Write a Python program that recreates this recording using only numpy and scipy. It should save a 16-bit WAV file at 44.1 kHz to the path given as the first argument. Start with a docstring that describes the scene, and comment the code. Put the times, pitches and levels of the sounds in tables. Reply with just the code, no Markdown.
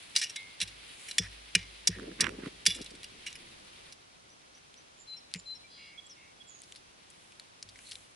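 """A steel rake chops into stony soil in a meadow; the blows crunch, ring the head and thump up through the camera stand,
which creaks. After a cut, with a click, to a quieter moment a hand lays a stone down and picks among others; birds call.
Random grit drives steel modes or filtered ticks; the stand is decaying sines, rumble and joint ticks;
birds are gliding sines and rough trills with echoes; falling grains and banded noise lie under all."""
import sys
import numpy as np
from scipy import signal
from scipy.io import wavfile

SR = 44100
rng = np.random.default_rng(int(sys.argv[2]) if len(sys.argv) > 2 else 0)


def output_pcm(signal):
    """Save a mono or channel-first signal as 16-bit PCM at the path in sys.argv[1].

    Samples are clipped to [-1, 1] before scaling.
    """
    pcm = np.clip(np.atleast_2d(signal).T, -1, 1) * 32767
    wavfile.write(sys.argv[1], SR, np.round(pcm).astype(np.int16))


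N = 359415
CUT_S = 3.93   # the quieter moment starts
OPPOSITE = np.array([[1], [-1]])   # left and right in opposite phase


def from_db(db):
    """Gain of a level."""
    return 10 ** (np.asarray(db) / 20)


def rms_one(x):
    """Scaled to rms 1."""
    return x / np.sqrt(np.mean(x ** 2) + 1e-20)


def peak_one(x):
    """Scaled to peak 1."""
    return x / np.abs(x).max()


def at_hz(points, hz):
    """A spectrum read on a log frequency axis."""
    points = np.array(points)
    return np.interp(np.log(hz), np.log(points[:, 0]), points[:, 1])


def band(x, low_hz, high_hz):
    """Butterworth band-pass."""
    edges_hz = [low_hz, min(high_hz, .45 * SR)]
    return signal.sosfilt(signal.butter(2, edges_hz, "band", fs=SR, output="sos"), x)


def resonance(x, hz, width_hz):
    """Two-pole resonance, gain 1 on top."""
    r = np.exp(-np.pi * width_hz / SR)
    zeros = np.array([1, 0, -1]) * (1 - r * r) / 2
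    poles = [1, -2 * r * np.cos(2 * np.pi * hz / SR), r * r]
    return signal.lfilter(zeros, poles, x)


def ring(modes, t, spread_db):
    """Decaying sines, each struck with a random strength."""
    total = 0
    for hz, db, t60_s in modes:
        level_db = db - 60 * t / t60_s + spread_db * rng.standard_normal()
        total = total + from_db(level_db) * np.sin(2 * np.pi * hz * t)
    return total


def grit(count, per_s, spread_db):
    """Random contacts of either sign; a spread above 0 dB makes their sizes uneven."""
    sizes = from_db(spread_db * np.minimum(rng.exponential(1, count), 5)) * rng.choice([-1, 1], count)
    return sizes * (rng.random(count) < per_s / SR)


def drift(count, rate_hz):
    """Low-passed noise of rms 1."""
    low_pass = signal.butter(2, rate_hz, fs=SR, output="sos")
    return rms_one(signal.sosfilt(low_pass, rng.standard_normal(count)))


def add(out, s, sound, pan_db):
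    """Mixes a sound in at s seconds; pan_db is left over right."""
    i = round(s * SR)
    sound = sound[..., :N - i]
    out[:, i:i + sound.shape[-1]] += sound * from_db([[pan_db / 2], [-pan_db / 2]])


def rake_and_click():
    """Dense grit drives a broad crack and the damped head modes, scattered stones widen it; the cut's click likewise."""
    # rake on gravel, but the last row is the click at the cut: t/s, peak/dB, brightest f/Hz, crunch length/s
    blows_and_click = [(0.1506, -24.5, 2980, 0.025), (0.1609, -6, 4630, 0.013), (0.179, -22, 5800, 0.024),
                       (0.2126, -21, 3450, 0.02), (0.233, -20.5, 5060, 0.014), (0.295, -28, 3800, 0.011),
                       (0.358, -23, 3320, 0.012), (.601, -20.5, 3600, 0.009), (0.612, -15.5, 3180, 0.013),
                       (.627, -23, 3170, 0.011), (0.672, -33.5, 3700, 0.025), (1.082, -29, 2570, 0.025),
                       (1.111, -26.5, 4130, 0.0065), (1.1818, -7.5, 3300, 0.0064),
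                       (1.5504, -5.5, 2430, 0.0063), (1.8714, -4.5, 6100, 0.011),
                       (2.2054, -7.5, 4700, 0.012), (2.6532, -22.5, 2920, 0.0078),
                       (2.6627, -5, 5000, 0.0078), (2.743, -32, 7600, 0.026), (2.812, -32.5, 4300, 0.015),
                       (2.843, -33, 7000, 0.0066), (2.859, -32.5, 3620, 0.011), (2.904, -42, 5000, .01),
                       (2.951, -40.5, 4500, 0.0069), (3.031, -29.5, 3630, 0.006),
                       (3.041, -30.5, 3180, 0.004), (3.262, -26, 2800, 0.021), (3.301, -39, 6000, 0.013),
                       (3.327, -35.5, 6000, .004), (3.3525, -35.5, 2400, 0.013), (3.922, -33, 4850, 0.0096)]
    # damped head modes: f/Hz, width/Hz, level/dB
    head_modes = [(1900, 120, -7), (2370, 200, -3), (2860, 90, -1), (3450, 80, -5), (3950, 200, -5),
                  (4800, 150, -6), (5180, 90, -3), (5600, 100, -2), (7600, 220, -11), (9040, 250, -11),
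                  (10900, 400, -6)]
    # head pulled on through loose gravel: from/s, to/s
    dragged = [(.15, .25), (2.6, 2.7), (3.2, 3.3)]
    rattle_db, drag_rattle_db, rattle_t60_s = -25, -12.5, .28   # gravel settling, re crunch
    thud_db = -37.5   # the soil's dull answer, re blow
    out, t = np.zeros((2, N)), np.arange(SR // 4) / SR
    thin = signal.butter(5, 1650, "high", fs=SR, output="sos")   # blows sound thin: steep low cut
    for s, db, hz, length_s in blows_and_click:
        attack = np.minimum(t / (.2 * length_s), 1)
        crunch = attack * from_db(-9 * t / length_s - 60 * np.maximum(t - length_s, 0) / .042)
        is_dragged = any(start < s < end for start, end in dragged)
        rattle = from_db((drag_rattle_db if is_dragged else rattle_db) - 60 * t / rattle_t60_s)
        contacts, scatter = (grit(len(t), per_s=9000, spread_db=3.5) for k in range(2))
        settling = rms_one(grit(len(t), per_s=1500, spread_db=3.5))   # separate grains
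        crack = from_db(-6.5) * band(crunch * contacts, 2000, 12000)
        crack += band(crunch * contacts, hz / 1.3, hz * 1.3)
        drive = crunch * contacts + rattle * band(settling, 1500, 8000)
        head = 0
        for mode_hz, width_hz, mode_db in head_modes:
            # modes near the brightest pitch win
            near_db = -5 * abs(np.log2(mode_hz / hz)) + 5 * rng.standard_normal()
            head = head + from_db(mode_db + near_db) * resonance(drive, mode_hz, width_hz)
        impact = peak_one(signal.sosfilt(thin, crack + from_db(11) * head))
        wide = peak_one(band((crunch + .3 * rattle) * scatter, 1500, 12000))
        thud = peak_one(band(crunch * scatter, 220, 1370))
        add(out, s, from_db(db) * impact, pan_db=-.8)
        add(out, s, from_db(db - 10) * wide * OPPOSITE, pan_db=0)
        add(out, s, from_db(db + thud_db) * thud, pan_db=9)
    return out


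def tines():
    """Blows that leave the tines free let their modes ring."""
    # rings: t/s, level/dB
    rings = [(.36, -42.5), (1.58, -52)]
    # free modes: f/Hz, level/dB, t60/s
    tine_modes = [(2110, 0, .6), (2207, -3, .55), (3451, -3, .25), (3870, 6, .11)]
    out, t = np.zeros((2, N)), np.arange(SR // 2) / SR
    for s, db in rings:
        add(out, s, from_db(db) * ring(tine_modes, t, spread_db=1) * (1 - np.exp(-t / .002)), pan_db=-1)
    return out


def scrapes():
    """Quick slips keep one or two resonances buzzing: two of a tine, one of stone on stone."""
    # t/s, length/s, level/dB, resonances (f/Hz, width/Hz, level/dB)
    slides = [(1.204, 0.073, -50.5, [(1880, 170, 0)]), (1.902, 0.076, -51.5, [(1850, 120, 0)]),
              (7.844, .11, -56.5, [(4200, 250, 6), (9600, 900, -7)])]
    out = np.zeros((2, N))
    for s, length_s, db, resonances in slides:
        t = np.arange(int(length_s * SR)) / SR
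        slips = grit(len(t), per_s=5000, spread_db=3) * np.sin(np.pi * t / length_s) ** .5
        buzz = sum(from_db(r_db) * rms_one(resonance(slips, hz, width_hz)) for hz, width_hz, r_db in resonances)
        add(out, s, from_db(db) * rms_one(buzz), pan_db=-1)
    return out


def stones():
    """Stone on stone or soil: a tick with a gritty tail; short tails click, long ones crunch."""
    # t/s, peak/dB, brightest f/Hz, tail t60/s
    touches = [(4.742, -38.5, 3210, .015), (5.315, -41, 3000, .015), (5.339, -14, 4200, 0.014),
               (5.347, -27, 2330, 0.038), (5.358, -37, 2310, 0.066), (5.398, -35.5, 4840, 0.021),
               (6.619, -30, 8700, 0.012), (6.635, -42, 5040, .035), (6.723, -31, 3240, 0.014),
               (6.751, -37, 3800, .012), (6.759, -37.5, 4200, .06), (7.102, -38.5, 8350, 0.031),
               (7.321, -44, 2480, .03), (7.3974, -31.5, 3750, 0.021), (7.627, -26, 5300, 0.024),
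               (7.689, -38, 4260, 0.047), (7.7576, -41, 1930, 0.027), (7.79, -37, 2210, 0.019),
               (7.891, -39, 9500, 0.037), (7.912, -30, 4420, 0.065), (7.919, -29.5, 3400, 0.03),
               (7.9315, -32, 4400, .012), (7.955, -30.5, 3700, 0.024)]
    out, t = np.zeros((2, N)), np.arange(SR // 8) / SR
    for s, db, hz, t60_s in touches:
        contacts = from_db(-60 * t / t60_s) * grit(len(t), per_s=12000, spread_db=3)
        contacts[0] = .13 / t60_s   # first touch
        tick = from_db(-8.5) * band(contacts, 1700, 3 * hz) + band(contacts, hz / 1.206, hz * 1.28)
        tick = band(band(tick, 1300, 20000), 1300, 20000)
        add(out, s, from_db(db) * peak_one(tick), pan_db=2.0)
    return out


def stand():
    """Ground-borne blows knock the legs and sway the head; joints snap, louder on the right, and jolt the legs."""
    # blows through the ground: t/s, knock peak/dB, sway level/dB
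    thumps = [(0.619, -45, -54), (1.195, -32.5, -46), (1.556, -32, -49), (1.888, -30.5, -46),
              (2.221, -36.5, -48.5), (2.674, -36.5, -53.5), (5.353, -38, -64.5), (7.646, -64, -63),
              (7.9, -66, -67.5)]
    # loudest joint ticks: t/s, peak/dB
    creaks = [(1.985, -41), (1.996, -38), (2.03, -45), (2.115, -43), (2.2, -28), (2.242, -19),
              (2.268, -21.5), (2.292, -29.5), (2.459, -36.5), (2.477, -42.5), (2.788, -43)]
    # knock modes of the legs: f/Hz, level/dB, t60/s
    leg_modes = [(177, -1, 0.092), (357, -8.5, 0.046), (452, -11.5, 0.051)]
    # slow modes of the head on its legs: f/Hz, level/dB re sway, t60/s
    sway_modes = [(53.3, 0, 1.3), (98.8, 10, 0.29)]
    out, t = np.zeros((2, N)), np.arange(SR) / SR
    for s, db, sway_db in thumps:
        knock = peak_one(ring(leg_modes, t, spread_db=3.5) * (1 - np.exp(-t / .004)) ** 2)
        sway = ring(sway_modes, t, spread_db=1) * (1 - np.exp(-t / .012))
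        add(out, s, from_db(db) * knock + from_db(sway_db) * sway, pan_db=0.5)
    t = t[:SR // 20]
    for s, db in creaks:
        snap = from_db(-60 * t / .009) * rng.standard_normal(len(t))
        top_hz = 4900 + 80 * max(db, -35)   # weak ticks are duller
        tick = band(band(snap, 1100, top_hz), 1100, top_hz) + .07 * band(snap, 3300, 14000)
        jolt = peak_one(ring(leg_modes[1:], t, spread_db=5))
        add(out, s, from_db(db) * peak_one(tick), pan_db=-11)
        add(out, s, from_db(-37 + 0.21 * db) * jolt, pan_db=2)
    return out


def shake_db():
    """Level of the stand's shaking: bouts swell and sink over a tremor that dies away until the cut."""
    # start/s, length/s, rumble level/dB
    bouts = [(1.964, .18, -48), (2.182, 0.12, -40.5), (2.288, 0.093, -47.5), (2.373, 0.066, -47),
             (2.417, 0.075, -44.5), (2.757, 0.066, -46.5), (2.911, 0.051, -57.5), (3.37, 0.18, -63)]
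    tremor_s, tremor_db, tremor_db_per_s = 1.95, -57, -10
    t = np.arange(N) / SR
    power = from_db(2 * (tremor_db + tremor_db_per_s * (t - tremor_s))) * (t > tremor_s) * (t < CUT_S)
    for s, length_s, db in bouts:
        power += from_db(2 * db) * np.sin(np.pi * np.clip((t - s) / length_s, 0, 1)) ** 0.89
    return 10 * np.log10(power + 1e-12)


def shaking_stand():
    """Shaking rumbles in lumps; the small joint ticks grow faster than the shaking."""
    shake_ref_db, ticks_db, ticks_db_per_db = -40, -36.5, 3.66   # ticks_db holds at shake_ref_db
    deep_db = -68.5   # constant while the tremor lasts
    out, level_db = np.zeros((2, N)), shake_db()
    ticks = rms_one(band(band(grit(N, per_s=870, spread_db=3.0), 970, 2900), 970, 2900))
    add(out, 0, from_db(ticks_db + ticks_db_per_db * (level_db - shake_ref_db)) * ticks, pan_db=-13.0)
    shaking = from_db(level_db + 2.5 * drift(N, rate_hz=30))
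    common = rms_one(band(band(grit(N, per_s=450, spread_db=2.5), 150, 450), 110, 500))
    apart = rms_one(band(band(grit(N, per_s=500, spread_db=2.5), 350, 680), 350, 680))
    deep = from_db(deep_db) * rms_one(band(rng.standard_normal(N), 18, 150)) * (level_db > -100)
    return out + deep + shaking * (common + from_db(-7.0) * apart * OPPOSITE)


def birds():
    """Near sines glide in pitch, trills are pulsed wavering tones; a decaying noise tail echoes from the tree line."""
    # bird notes, but the 0.16 s row is a faint echo lingering after the 3.36 kHz note:
    # length/s, first f/Hz, last f/Hz, glide constant/s, left over right/dB; then starts (t/s, level/dB)
    notes_and_echo = [((.055, 3600, 6030, .005, 0), [(4.293, -63), (4.541, -61), (4.764, -61)]),
                      ((0.07, 7150, 7080, -0.5, -7), [(4.974, -59), (5.345, -55)]),
                      ((.088, 4090, 4055, 0.035, 4.5), [(5.07, -41), (5.455, -38.5)]),
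                      ((0.03, 5480, 4730, 0.1, 0), [(5.167, -47.5), (5.552, -49.5)]),
                      ((0.036, 2330, 2360, .026, 5), [(5.634, -54)]), ((0.0266, 3363, 3310, .03, -8),
                      [(5.975, -43), (6.4, -49)]), ((.16, 3350, 3320, .1, 0), [(5.985, -63), (6.41, -64)]),
                      ((0.02, 7400, 7900, .03, -8), [(6.057, -57)]), ((.049, 6100, 4400, .045, 2),
                      [(6.096, -49)]), ((0.15, 7702, 6602, .026, -12), [(6.472, -58)])]
    # trills: t/s, length/s, level/dB, tones (f/Hz, level/dB)
    trills = [(5.7, 0.24, -55.5, [(3340, -5), (4120, -2), (4850, 0)]), (5.774, 0.26, -57.5, [(2210, 0)]),
              (5.78, 0.17, -59.5, [(2780, 0)]), (6.165, 0.18, -60.5, [(2190, -3), (2700, -10)])]
    pulses_per_s, meadow_t60_s, meadow_db = 64, .8, -13
    out = np.zeros((2, N))
    for (length_s, first_hz, last_hz, glide_s, pan_db), starts in notes_and_echo:
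        t = np.arange(int(length_s * SR)) / SR
        for s, db in starts:
            hz = last_hz + (first_hz - last_hz) * np.exp(-t / glide_s)
            hz += .13 * (hz - last_hz) * drift(len(t), rate_hz=400)   # fast glides break up
            roughness_db = np.clip(last_hz / 400 - 10.5, 0, 5)   # high notes are rougher
            flutter = from_db(roughness_db * drift(len(t), rate_hz=200))
            skew = .45 if abs(first_hz - last_hz) > 700 else 1.5   # wide glides peak early
            swell = np.sin(np.pi * (t / length_s) ** skew) ** 0.42
            tone = flutter * swell * np.sin(2 * np.pi * np.cumsum(hz) / SR)
            add(out, s, from_db(db) * tone, pan_db)
    for s, length_s, db, tones in trills:
        t = np.arange(int(length_s * SR)) / SR
        buzz = 0
        for hz, tone_db in tones:
            wavering_hz = hz + 120 * drift(len(t), rate_hz=420)
            buzz = buzz + from_db(tone_db) * np.sin(2 * np.pi * np.cumsum(wavering_hz) / SR)
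        buzz = buzz * (1 + 0.25 * np.sin(2 * np.pi * pulses_per_s * t))
        swell = np.sin(np.pi * (t / length_s) ** .55) ** .5
        add(out, s, from_db(db) * swell * rms_one(buzz), pan_db=0)
    t = np.arange(SR // 2) / SR
    echoes = rng.standard_normal((2, len(t))) * from_db(-60 * t / meadow_t60_s) * (t > .015)
    echoes /= np.sqrt(np.sum(echoes ** 2, axis=1, keepdims=True))
    return out + from_db(meadow_db) * signal.fftconvolve(out, echoes, axes=1)[:, :N]


def soil():
    """Fine grains trickle, thinning while the rake works, with brighter spurts; larger grains tick in the treble."""
    # spurts: middle/s, width/s, treble level/dB
    spurt_list = [(.05, 0.25, -66.5), (1.07, 0.14, -56.5), (6.7, 0.084, -67), (7.25, 0.13, -70),
                  (7.9, 0.12, -57)]
    soil_db, soil_treble_db, fade_db_per_s2 = -54.5, -61, -0.15   # while raking
    still_db, still_treble_db = -64, -71.5   # after the cut
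    spurt_body_db = -9   # re spurt treble
    t = np.arange(N) / SR
    raking, fade_db = t < CUT_S, fade_db_per_s2 * t ** 2
    spurts = sum(from_db(db) * np.exp(-((t - s) / width_s) ** 2) for s, width_s, db in spurt_list)
    body_gain = from_db(np.where(raking, soil_db + fade_db, still_db)) + from_db(spurt_body_db) * spurts
    treble_gain = from_db(np.where(raking, soil_treble_db + fade_db, still_treble_db)) + spurts
    grains = np.array([grit(N, per_s=9000, spread_db=0.0) for k in range(2)])
    grains *= from_db(np.where(raking, 1.4, .8) * drift(N, rate_hz=11.4))
    body = rms_one(band(grains, 1925, 4520))
    treble = rms_one(band(grains + grit(N, per_s=200, spread_db=3.7), 5500, 13000))
    mid, side = body_gain * body + treble_gain * treble
    return mid + from_db(-3.0) * side * OPPOSITE


def air():
    """Far field and microphone hiss: half-octave noise bands of set level and likeness, louder before the cut."""
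    # f/Hz, relative density/dB per Hz
    spectrum = [(15, -13), (25, -9.5), (109, 0), (352, 0), (1220, -0.5), (2980, -14.5), (5630, -7),
                (8000, -15), (10900, -17)]
    # f/Hz, left-right likeness (1 same, -1 opposite)
    likeness = [(60, 1), (220, 0.14), (820, -0.66), (3060, -0.56), (11300, 0.028)]
    air_db, before_cut_db = -59, 2.5   # before_cut_db is added to air_db
    out, edges_hz = 0, 18 * 2 ** np.arange(0, 10, .5)
    white = rng.standard_normal((2, 2, N))
    for k, (low_hz, high_hz) in enumerate(zip(edges_hz, edges_hz[1:])):
        mid, side = band(white[k % 2], low_hz, high_hz)   # neighbouring bands are independent
        hz = np.sqrt(low_hz * high_hz)
        alike = np.clip(at_hz(likeness, hz), -1, 1)
        stereo = np.sqrt(1 + alike) * mid + np.sqrt(1 - alike) * side * OPPOSITE
        out = out + from_db(at_hz(spectrum, hz)) * stereo
    return from_db(air_db + before_cut_db * (np.arange(N) < CUT_S * SR)) * rms_one(out)


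def scene():
    """All sources at the two microphone ports."""
    foreground = rake_and_click() + tines() + scrapes() + stones() + stand() + shaking_stand()
    return foreground + birds() + soil() + air()


def record(dry):
    """The top is cut: a steep edge, then a slower slope."""
    edge = signal.sosfilt(signal.cheby2(16, 40, 11450, fs=SR, output="sos"), dry)
    return signal.sosfilt(signal.butter(10, 12500, fs=SR, output="sos"), edge)


dry = scene()
out = record(dry)
output_pcm(out)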